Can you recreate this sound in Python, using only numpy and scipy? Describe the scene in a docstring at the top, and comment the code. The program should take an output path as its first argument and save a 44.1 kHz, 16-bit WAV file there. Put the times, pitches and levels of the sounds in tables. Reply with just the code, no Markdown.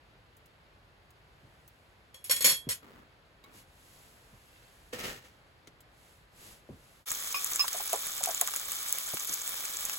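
"""Inside a tent, the draught of a wood stove rumbles softly under small ticks, rustling cloth and thuds.
A fork chatters down on a china plate, each impact exciting their modes; fingers rub, crockery clinks,
water trickles into a mug as ringing bubbles, and an object is set down and shoved over the ground sheet.
Then, from close by, bananas fry in a cast iron skillet: bursting bubbles make the fat fizz and spit,
the hot steel of the stove pings as it slips, and steam blurts out from under the slices."""
import sys
import numpy as np
from scipy import signal
from scipy.fft import rfft, irfft, next_fast_len
from scipy.io import wavfile

SR = 44100
rng = np.random.default_rng(int(sys.argv[2]) if len(sys.argv) > 2 else 0)


def store_wav(level_fs):
    """Save 16-bit WAV to argv[1]."""
    pcm = np.round(np.clip(np.atleast_2d(level_fs), -1, 1) * 32767)
    wavfile.write(sys.argv[1], SR, pcm.T.astype(np.int16))


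N = 440118
T = np.arange(N) / SR
EVENT_T = T[:SR // 2]  # time axis of one short event [s]


def amp(db):
    """Amplitude ratio of a level in decibels."""
    return 10 ** (np.asarray(db) / 20)


def unit(x):
    """Normalisation to an rms of 1."""
    return x / np.sqrt(np.mean(x ** 2))


def add(out, start_s, x):
    """Superposition: x joins out from start_s on."""
    i = int(start_s * SR)
    out[..., i:i + x.shape[-1]] += x[..., :N - i]


def spectrum(points, size):
    """Gain of each FFT bin, interpolated in level over log frequency."""
    hz, db = np.transpose(points)
    return amp(np.interp(np.log(np.fft.rfftfreq(size, 1 / SR) + 1), np.log(hz), db))


def colour(x, points, size=4096):
    """Minimum-phase filtering: each row of x takes on a spectrum, through a response of unit energy."""
    cepstrum = irfft(np.log(spectrum(points, size)))
    cepstrum[1:size // 2] *= 2
    cepstrum[size // 2:] = 0
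    response = irfft(np.exp(rfft(cepstrum)))
    response /= np.linalg.norm(response)
    return signal.oaconvolve(x, response[None], axes=1)[:, :x.shape[1]]


def resonate(x, peaks):
    """Resonance: a body reinforces narrow bands of x."""
    return x + sum(amp(db) * signal.lfilter(*signal.iirpeak(hz, hz / width, fs=SR), x)
                   for hz, width, db in peaks)


def scatter(x, decay_s, echo_db):
    """Early reflections: returns the direct sound with its echoes, and the echoes from the sides."""
    tail = rng.standard_normal((2, len(EVENT_T))) * np.exp(-EVENT_T / decay_s) * (EVENT_T > .001)
    tail /= np.linalg.norm(tail, axis=1, keepdims=True)
    front, side = signal.oaconvolve(x[None], tail, axes=1)[:, :N]
    return np.array([x + amp(echo_db) * front, side])


def wander(rate):
    """Random modulation with a spread near 1 and `rate` new values a second."""
    knots = rng.standard_normal(N // 100)
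    return np.interp(T * rate, np.arange(len(knots)), knots)


def swell(decay_s):
    """Critically damped pulse: it peaks at 1 after decay_s and dies away."""
    return EVENT_T / decay_s * np.exp(1 - EVENT_T / decay_s)


def sweeps(rows, rest_db=-77.5):
    """Power sum of Gaussian envelopes: smooth movements over a faint resting level."""
    power = sum((amp(db) * np.exp(-((T - s) / half_s) ** 2)) ** 2 for s, half_s, db in rows)
    return np.sqrt(amp(rest_db) ** 2 + power)


def strokes(rows, attack_s, release_s):
    """Power sum of pushes, each with a linear attack, a hold and an exponential release."""
    power = 0
    for s, hold_s, db in rows:
        attack = np.clip((T - s) / attack_s, 0, 1)
        release = np.exp(-np.maximum(T - s - hold_s, 0) / release_s)
        power += (amp(db) * attack * release) ** 2
    return np.sqrt(power)


def band_noise(low_hz, high_hz):
    """Band-limited noise of rms 1 for one event."""
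    band = signal.butter(2, [low_hz, high_hz], "band", fs=SR, output="sos")
    return unit(signal.sosfilt(band, rng.standard_normal(len(EVENT_T))))


def grains(rate, spread_db):
    """Shot noise: two independent streams of impulses of random size, `rate` a second."""
    size = amp(spread_db * np.minimum(rng.exponential(size=(2, N)), 6))
    occurs = rng.random((2, N)) < rate / SR
    return unit(occurs * size * rng.choice([-1, 1], (2, N)))


def bubbles(rate, spread_db, low_hz, high_hz, decay_s):
    """Bubble resonance: each of `rate` bubbles a second rings briefly at its own pitch."""
    out, t = np.zeros(N), T[:SR // 200]
    for when, size, pitch, length in rng.random((int(rate * N / SR), 4)):
        hz = low_hz * (high_hz / low_hz) ** (pitch ** 1.4)
        db = -spread_db * np.log(size + 0.015)
        envelope = swell(decay_s * (.5 + length))[:len(t)]
        add(out, when * T[-1], amp(db) * envelope * np.sin(2 * np.pi * hz * t))
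    return unit(out)


def clicks(rows, points, decay_s, treble_hz=3000):
    """Broadband transients: tiny noise bursts, each with its own treble tilt."""
    out = np.zeros(N)
    for s, db, tilt_db in rows:
        tilted = [(hz, level + tilt_db * max(np.log2(hz / treble_hz), 0)) for hz, level in points]
        click = colour(rng.standard_normal((1, len(EVENT_T))) * swell(decay_s), tilted)[0]
        add(out, s, amp(db) * click / np.abs(click).max())
    return out


def chatter(hits, modes, contact, contact_db, bounce_hz, first_impulse, smear_s):
    """Modal excitation: a train of ever weaker impacts drives the damped modes of a body."""
    out, shape = np.zeros((2, N)), (2, len(EVENT_T))
    mode_hz, mode_db, _ = np.transpose(modes)
    for s, db, decay_s, tilt_db, favoured_hz in hits:
        bounces = rng.random(shape) < bounce_hz / SR
        force = bounces * rng.standard_normal(shape) * np.exp(-EVENT_T / decay_s)
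        force[0, 0] = first_impulse
        force /= np.linalg.norm(force, axis=1, keepdims=True)
        octaves = np.log2(mode_hz / favoured_hz)
        spot_db = 6.5 * np.exp(-(octaves / .05) ** 2)  # each struck spot favours other modes
        gains = amp(mode_db + tilt_db * octaves + spot_db + rng.standard_normal(len(modes)))
        ring = 0
        for (hz, _, t60), gain in zip(modes, gains / np.linalg.norm(gains)):
            damping = np.log(1000) / t60
            pole = np.exp((2j * np.pi * hz - damping) / SR)
            mode = signal.lfilter([1, 0, -1], [1, -pole], force).imag
            mode /= np.linalg.norm(mode, axis=1, keepdims=True)
            ring += gain * mode * np.sqrt(SR / damping) / 2
        # each contact also cracks, smeared by the many short-lived modes
        smear = rng.standard_normal(shape) * np.exp(-EVENT_T / smear_s)
        crack = colour(signal.fftconvolve(force, smear, axes=1)[:, :len(EVENT_T)], contact)
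        add(out, s, amp(db) * (ring + amp(contact_db) * crack))
    return out


def rebounds(rows, strike_s, wait_s, extra_tilt_db):
    """Double excitation: a short strike, then a longer, brighter rattle on the same spot."""
    hits = []
    for s, strike_db, rattle_db, rattle_s, tilt_db, favoured_hz in rows:
        hits.append((s, strike_db, strike_s, tilt_db, favoured_hz))
        hits.append((s + wait_s, rattle_db, rattle_s, tilt_db + extra_tilt_db, favoured_hz))
    return hits


def blow(cycles, decay_s):
    """Soft impact: a damped tone, its phase given in cycles, with a dull shudder."""
    shudder = band_noise(70, 380)
    return np.sqrt(swell(decay_s / 2)) * (np.sin(2 * np.pi * cycles) + shudder / 2)


# spectrum of the stove's draught (frequency [Hz], level [dB])
DRAUGHT_SPECTRUM = [(26, -28), (42, 3.5), (130, 0), (220, -9), (550, -7.5), (1800, -11.5), (4500, -21),
                    (7000, -37), (16000, -52)]


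def draught():
    """Flow noise: air is drawn through the firebox, gently unsteady."""
    return colour(rng.standard_normal((2, N)), DRAUGHT_SPECTRUM) * amp(-61 + 0.58 * wander(7))


# ticks of things being handled (time [s], relative level [dB], treble tilt [dB/octave])
TICKS = [(.367, -55, 10), (.458, -57, 4), (1.105, -58, 6), (1.677, -48.5, 11), (4.933, -42, 4),
         (5.672, -49.5, -6.5), (5.805, -52.5, 4)]
# spectrum of a light, hard contact (frequency [Hz], level [dB])
TICK_SPECTRUM = [(150, -25), (1100, -3.5), (4500, -1.5), (9000, -2), (16000, -5.5)]


def ticks():
    """Impact noise: brief contacts radiate broadband clicks."""
    return amp(8) * scatter(clicks(TICKS, TICK_SPECTRUM, decay_s=.0012), decay_s=.009, echo_db=0)


# movements of an arm (centre time [s], half length [s], level [dB])
ARM_MOVES = [(1.65, 0.42, -74), (3.58, 0.049, -55), (3.97, 0.25, -60), (4.6, 0.7, -64.5),
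             (6.08, 0.14, -63.5), (6.47, 0.098, -52), (6.9, 0.23, -63.5)]
# spectrum of the rustle (frequency [Hz], level [dB])
CLOTH_SPECTRUM = [(200, 3), (700, -3.5), (3500, -1.5), (6000, -4), (8500, -1.5), (11500, -1.5),
                  (16000, -13.5)]


def cloth():
    """Stick-slip friction: fibres catch and let go in fine grains that swell with each movement."""
    return colour(grains(rate=6600, spread_db=1), CLOTH_SPECTRUM) * sweeps(ARM_MOVES)


# dull thuds (time [s], level [dB], starting frequency [Hz], decay [s])
THUDS = [(1.43, -55, 219, 0.025), (2.668, -38, 206, 0.013), (4.326, -54.5, 227, 0.018),
         (5.673, -50, 513, 0.0057), (6.689, -42.5, 872, 0.025), (9.136, -36, 1000, 0.0056),
         (9.294, -52, 502, 0.016)]


def thuds():
    """Dispersion: the high frequencies of a soft blow arrive first, so its pitch falls."""
    out = np.zeros(N)
    fall_cycles = 5.42  # the pitch halves in this many periods of the starting frequency
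    for s, db, hz, decay_s in THUDS:
        cycles = fall_cycles * np.log1p(hz * EVENT_T / fall_cycles)
        add(out, s, amp(db) * blow(cycles, decay_s))
    return scatter(out, decay_s=0.0074, echo_db=-33)


# blows of the fork (time [s], strike level [dB], rattle level [dB], rattle decay [s],
# tilt [dB/octave], favoured frequency [Hz])
FORK_HITS = [(2.143, -44.5, -53.5, 0.032, -3, 3313), (2.242, -36, -41, 0.023, 8.5, 3320),
             (2.296, -23, -15, 0.0076, -2.5, 5730), (2.345, -36.5, -25, 0.018, -2, 8130),
             (2.407, -24.5, -23, .02, -1, 4380), (2.4445, -12, -13, 0.02, -1, 6750),
             (2.476, -23, -16, 0.024, -3, 4320), (2.69, -25, -23.5, 0.012, -1.5, 8400)]
# joint modes of fork and plate (frequency [Hz], level [dB], T60 [s])
PLATE_MODES = [(520, -13, 0.076), (1070, -18.5, 0.17), (1844, -19, 0.22), (2120, -16, .15),
               (3330, -8.5, 0.27), (4295, -8.5, 0.1), (4370, -8, .12), (5520, -3, .11), (6750, -10, 0.14),
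               (6950, -5.5, .13), (7900, -12.5, .15), (8120, -4, .1), (8295, -4.5, 0.1),
               (9850, -0.5, 0.1207), (10880, -9.5, .11), (11290, -7.5, .09), (11270, -2, 0.18),
               (12600, -6, .12), (13086, -6, .12), (14900, -9, 0.13)]
# spectrum of steel meeting china (frequency [Hz], level [dB])
CONTACT_SPECTRUM = [(40, -23), (150, -5), (800, -11), (2000, 3), (12000, -2), (16000, -13)]


def fork():
    """Inelastic rebound: the fork strikes the plate and rattles on, and both ring in their modes."""
    hits = rebounds(FORK_HITS, strike_s=0.005, wait_s=.013, extra_tilt_db=3)
    return chatter(hits, PLATE_MODES, CONTACT_SPECTRUM,
                   contact_db=-9, bounce_hz=1300, first_impulse=1.1, smear_s=0.023)


# strokes of the fingers (time [s], length [s], level [dB])
RUBS = [(2.822, 0.024, -52), (2.87, 0.12, -57), (3.43, 0.12, -60.5)]
# spectrum of the rubbing (frequency [Hz], level [dB])
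RUB_SPECTRUM = [(80, -15), (250, 3.5), (800, -8), (1250, -4.5), (6000, -26.5)]


def fingers():
    """Stick-slip friction: skin catches on plate and board in sparse, dull grains."""
    friction = colour(grains(rate=700, spread_db=-4), RUB_SPECTRUM)
    return friction * strokes(RUBS, attack_s=.01, release_s=0.06)


# a light clink (time [s], level [dB], bounce decay [s], tilt [dB/octave], favoured frequency [Hz])
CLINKS = [(3.44, -49, 0.0049, -0.5, 3890)]
# modes of the crockery (frequency [Hz], level [dB], T60 [s])
CROCKERY_MODES = [(1110, -2, 0.15), (2205, -3, 0.11), (3890, -7, 0.078)]


def clink():
    """Free vibration: lightly struck crockery rings at its natural frequencies."""
    return chatter(CLINKS, CROCKERY_MODES, TICK_SPECTRUM,
                   contact_db=-4.5, bounce_hz=800, first_impulse=1.5, smear_s=.005)


# swell of a thin stream from the kettle (centre time [s], half length [s], level [dB])
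STREAM = [(4.6, 0.16, -68.5)]


def pour():
    """Air entrainment: the stream drags small, ringing bubbles into the mug."""
    trickle = bubbles(rate=750, spread_db=2.5, low_hz=1500, high_hz=4945, decay_s=0.00061)
    return scatter(trickle, decay_s=.006, echo_db=-2) * sweeps(STREAM)


# jerks of an object over the ground sheet (time [s], length [s], level [dB])
SHOVES = [(4.924, 0.01, -39.5), (4.982, 0.026, -39.5), (5.031, 0.055, -38.5), (5.125, 0.016, -51.5),
          (5.235, 0.025, -57.5)]
# spectrum of the scraping (frequency [Hz], level [dB])
SHOVE_SPECTRUM = [(50, -5.5), (520, -1), (850, -8), (2200, -3.5), (4500, -9.5), (16000, -17.5)]
# hollow of the object (frequency [Hz], bandwidth [Hz], gain [dB])
OBJECT_RESONANCES = [(495, 41, -4), (1290, 90, -1), (1820, 60, 1), (2860, 69, -1)]


def shove():
    """Forced vibration: uneven sliding friction drives the resonances of a hollow object."""
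    friction = colour(grains(rate=2500, spread_db=0), SHOVE_SPECTRUM)
    jerks = strokes(SHOVES, attack_s=0.0098, release_s=0.052) * amp(0.79 * wander(70))
    return resonate(friction * jerks, OBJECT_RESONANCES)


def knock(time_s=4.931, db=-37, hz=497):
    """Cavity resonance: the hollow object sounds one steady pitch as it is set down."""
    out = np.zeros(N)
    add(out, time_s, amp(db) * blow(hz * EVENT_T, decay_s=.011))
    return scatter(out, decay_s=0.0074, echo_db=-33)


# spectrum of the fizzing fat (frequency [Hz], level [dB])
FIZZ_SPECTRUM = [(40, -28), (400, -6.5), (900, -5), (1600, 1), (2700, -4), (5700, 1.5), (15600, 2.5)]
# hollow of the skillet (frequency [Hz], bandwidth [Hz], gain [dB])
SKILLET_RESONANCES = [(1190, 160, 2), (2286, 53, 8.5), (3460, 520, 5)]


def sizzle():
    """Shot noise: countless tiny bursting bubbles sound the pan; larger ones crackle in flurries."""
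    bursts = colour(grains(rate=9000, spread_db=3.2), FIZZ_SPECTRUM) * amp(1.2 * wander(40))
    fizz = resonate(bursts, SKILLET_RESONANCES)
    flurry = amp(3.4 * wander(130))
    small = bubbles(rate=520, spread_db=4, low_hz=6380, high_hz=15300, decay_s=0.00012)
    large = bubbles(rate=260, spread_db=2.6, low_hz=1600, high_hz=6000, decay_s=0.00016)
    crackle = scatter(amp(-5) * small + amp(-16) * large, decay_s=0.0022, echo_db=-7.5) * flurry
    return amp(-36.5) * (amp(-1.5) * fizz + crackle)


# loud spits of fat (time [s], relative snap level [dB], relative pop level [dB])
SPITS = [(7.1171, -12, -25), (7.445, -8.5, -34), (7.5597, -12, -25), (7.6804, -15, -19.5),
         (7.9312, -8.5, -20), (8.2378, -10, -20.5), (8.2592, -12, -24), (8.3467, -14.5, -32),
         (8.412, -5, -24), (8.414, -4.5, -20), (8.4747, -13, -21), (8.538, -19, -23), (8.5618, -13, -36),
         (8.7193, -16, -34), (8.926, -7, -31), (8.9852, -13, -27), (9.1703, -21, -21.5),
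         (9.4775, -15.5, -34), (9.8524, -13, -44), (9.8968, -18, -24)]
# spectra of the high snap and the lower pop (frequency [Hz], level [dB])
SNAP_SPECTRUM = [(200, -34), (5000, -19.5), (6800, 4), (12000, -4.5), (16000, -7)]
POP_SPECTRUM = [(200, -29), (1200, -0.5), (5500, -1), (16000, -29)]


def spits():
    """Pressure transients: the largest bubbles burst with a snap and a pop, harder snaps being brighter."""
    snap_rows = [(s, db, min(db + 17, 6)) for s, db, _ in SPITS]
    snaps = clicks(snap_rows, SNAP_SPECTRUM, decay_s=0.0002)
    pops = clicks([(s, db, 0) for s, _, db in SPITS], POP_SPECTRUM, decay_s=0.00046)
    return amp(1.5) * scatter(snaps + pops, decay_s=0.0078, echo_db=-12)


# slips of the hot steel (time [s], ping level [dB], chirp level [dB], chirp decay [s],
# tilt [dB/octave], favoured frequency [Hz])
PINGS = [(7.3445, -23, -23, .018, 3, 2490), (7.5945, -18.5, -14, 0.0093, 9, 5110)]
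# modes of the stove (frequency [Hz], level [dB], T60 [s])
STOVE_MODES = [(1090, 7.5, 0.058), (1141, 5.5, 0.15), (2456, 2, 0.046), (2686, -6, 0.15),
               (5120, -4.5, 0.076)]


def stove_pings():
    """Stick-slip excitation: the hot stove pings in its modes, then chirps as the steel slips."""
    hits = rebounds(PINGS, strike_s=0.0035, wait_s=.008, extra_tilt_db=4.5)
    return chatter(hits, STOVE_MODES, TICK_SPECTRUM,
                   contact_db=-13.5, bounce_hz=840, first_impulse=0.69, smear_s=0.0077)


# steam escaping from under the slices (time [s], level [dB], frequency [Hz])
BLURTS = [(7.642, -31, 995), (7.745, -35, 693), (7.801, -35, 830), (7.9308, -22.5, 680),
          (8.207, -35.5, 770), (8.272, -29, 740), (8.288, -29, 710), (8.416, -31, 730), (8.48, -31, 1190)]


def steam():
    """Damped oscillation: a pocket of steam rings for a few cycles, then sputters out."""
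    out = np.zeros(N)
    for s, db, hz in BLURTS:
        decay_s = 1.9 / hz  # the tone is loudest after 1.9 cycles
        tone = swell(decay_s) * np.sin(2 * np.pi * hz * EVENT_T)
        sputter = swell(decay_s * 3.2) * band_noise(hz * 0.73, hz * 1.53)
        add(out, s, amp(db) * (tone + amp(-9) * sputter))
    return scatter(out, decay_s=0.0019, echo_db=-13)


def stereo(pair, width):
    """Mid-side stereophony: a direct and a lateral signal become left and right at constant power."""
    size = next_fast_len(N)
    side_gain = spectrum(width, size)
    gains = np.array([np.ones_like(side_gain), side_gain]) / np.hypot(1, side_gain)
    mid, side = irfft(rfft(pair, size) * gains, size)[:, :N]
    return np.array([mid + side, mid - side])


# lateral sound in the tent and at the skillet (frequency [Hz], side minus mid level [dB])
TENT_WIDTH = [(100, -13.5), (500, -6.5), (1200, 0.5), (5500, -0.5), (7200, -17.5)]
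SKILLET_WIDTH = [(300, -11.5), (700, -8), (2400, 2.5), (5700, 3.5), (7200, -31)]


def scene():
    """Superposition: the quiet corner by the stove fades out, then the skillet is heard from close by."""
    fry_start_s = 7.056
    before = np.clip((fry_start_s - T) / 0.053, 0, 1)
    frying = np.clip((T - fry_start_s) / .025, 0, 1)
    rumble = draught() * (before + amp(-5) * frying)
    handling = ticks() + cloth() + fork() + fingers() + clink() + pour() + shove() + knock()
    corner = rumble + handling * before + thuds()
    skillet = (sizzle() + spits()) * frying + stove_pings() + steam()
    return stereo(corner, TENT_WIDTH) + stereo(skillet, SKILLET_WIDTH)


def record(dry):
    """Group delay and band limiting: left lags right in the high treble, and the very top is cut."""
    lag_s, above_hz, top_hz = .000228, 7000, 16000
    size = next_fast_len(N)
    phase = np.pi * lag_s * np.maximum(np.fft.rfftfreq(size, 1 / SR) - above_hz, 0)
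    delayed = irfft(rfft(dry, size) * np.exp(1j * np.array([-phase, phase])), size)[:, :N]
    lowpass = signal.ellip(8, .2, 70, top_hz, fs=SR, output="sos")
    return signal.sosfilt(lowpass, delayed)


dry = scene()
out = record(dry)
store_wav(out)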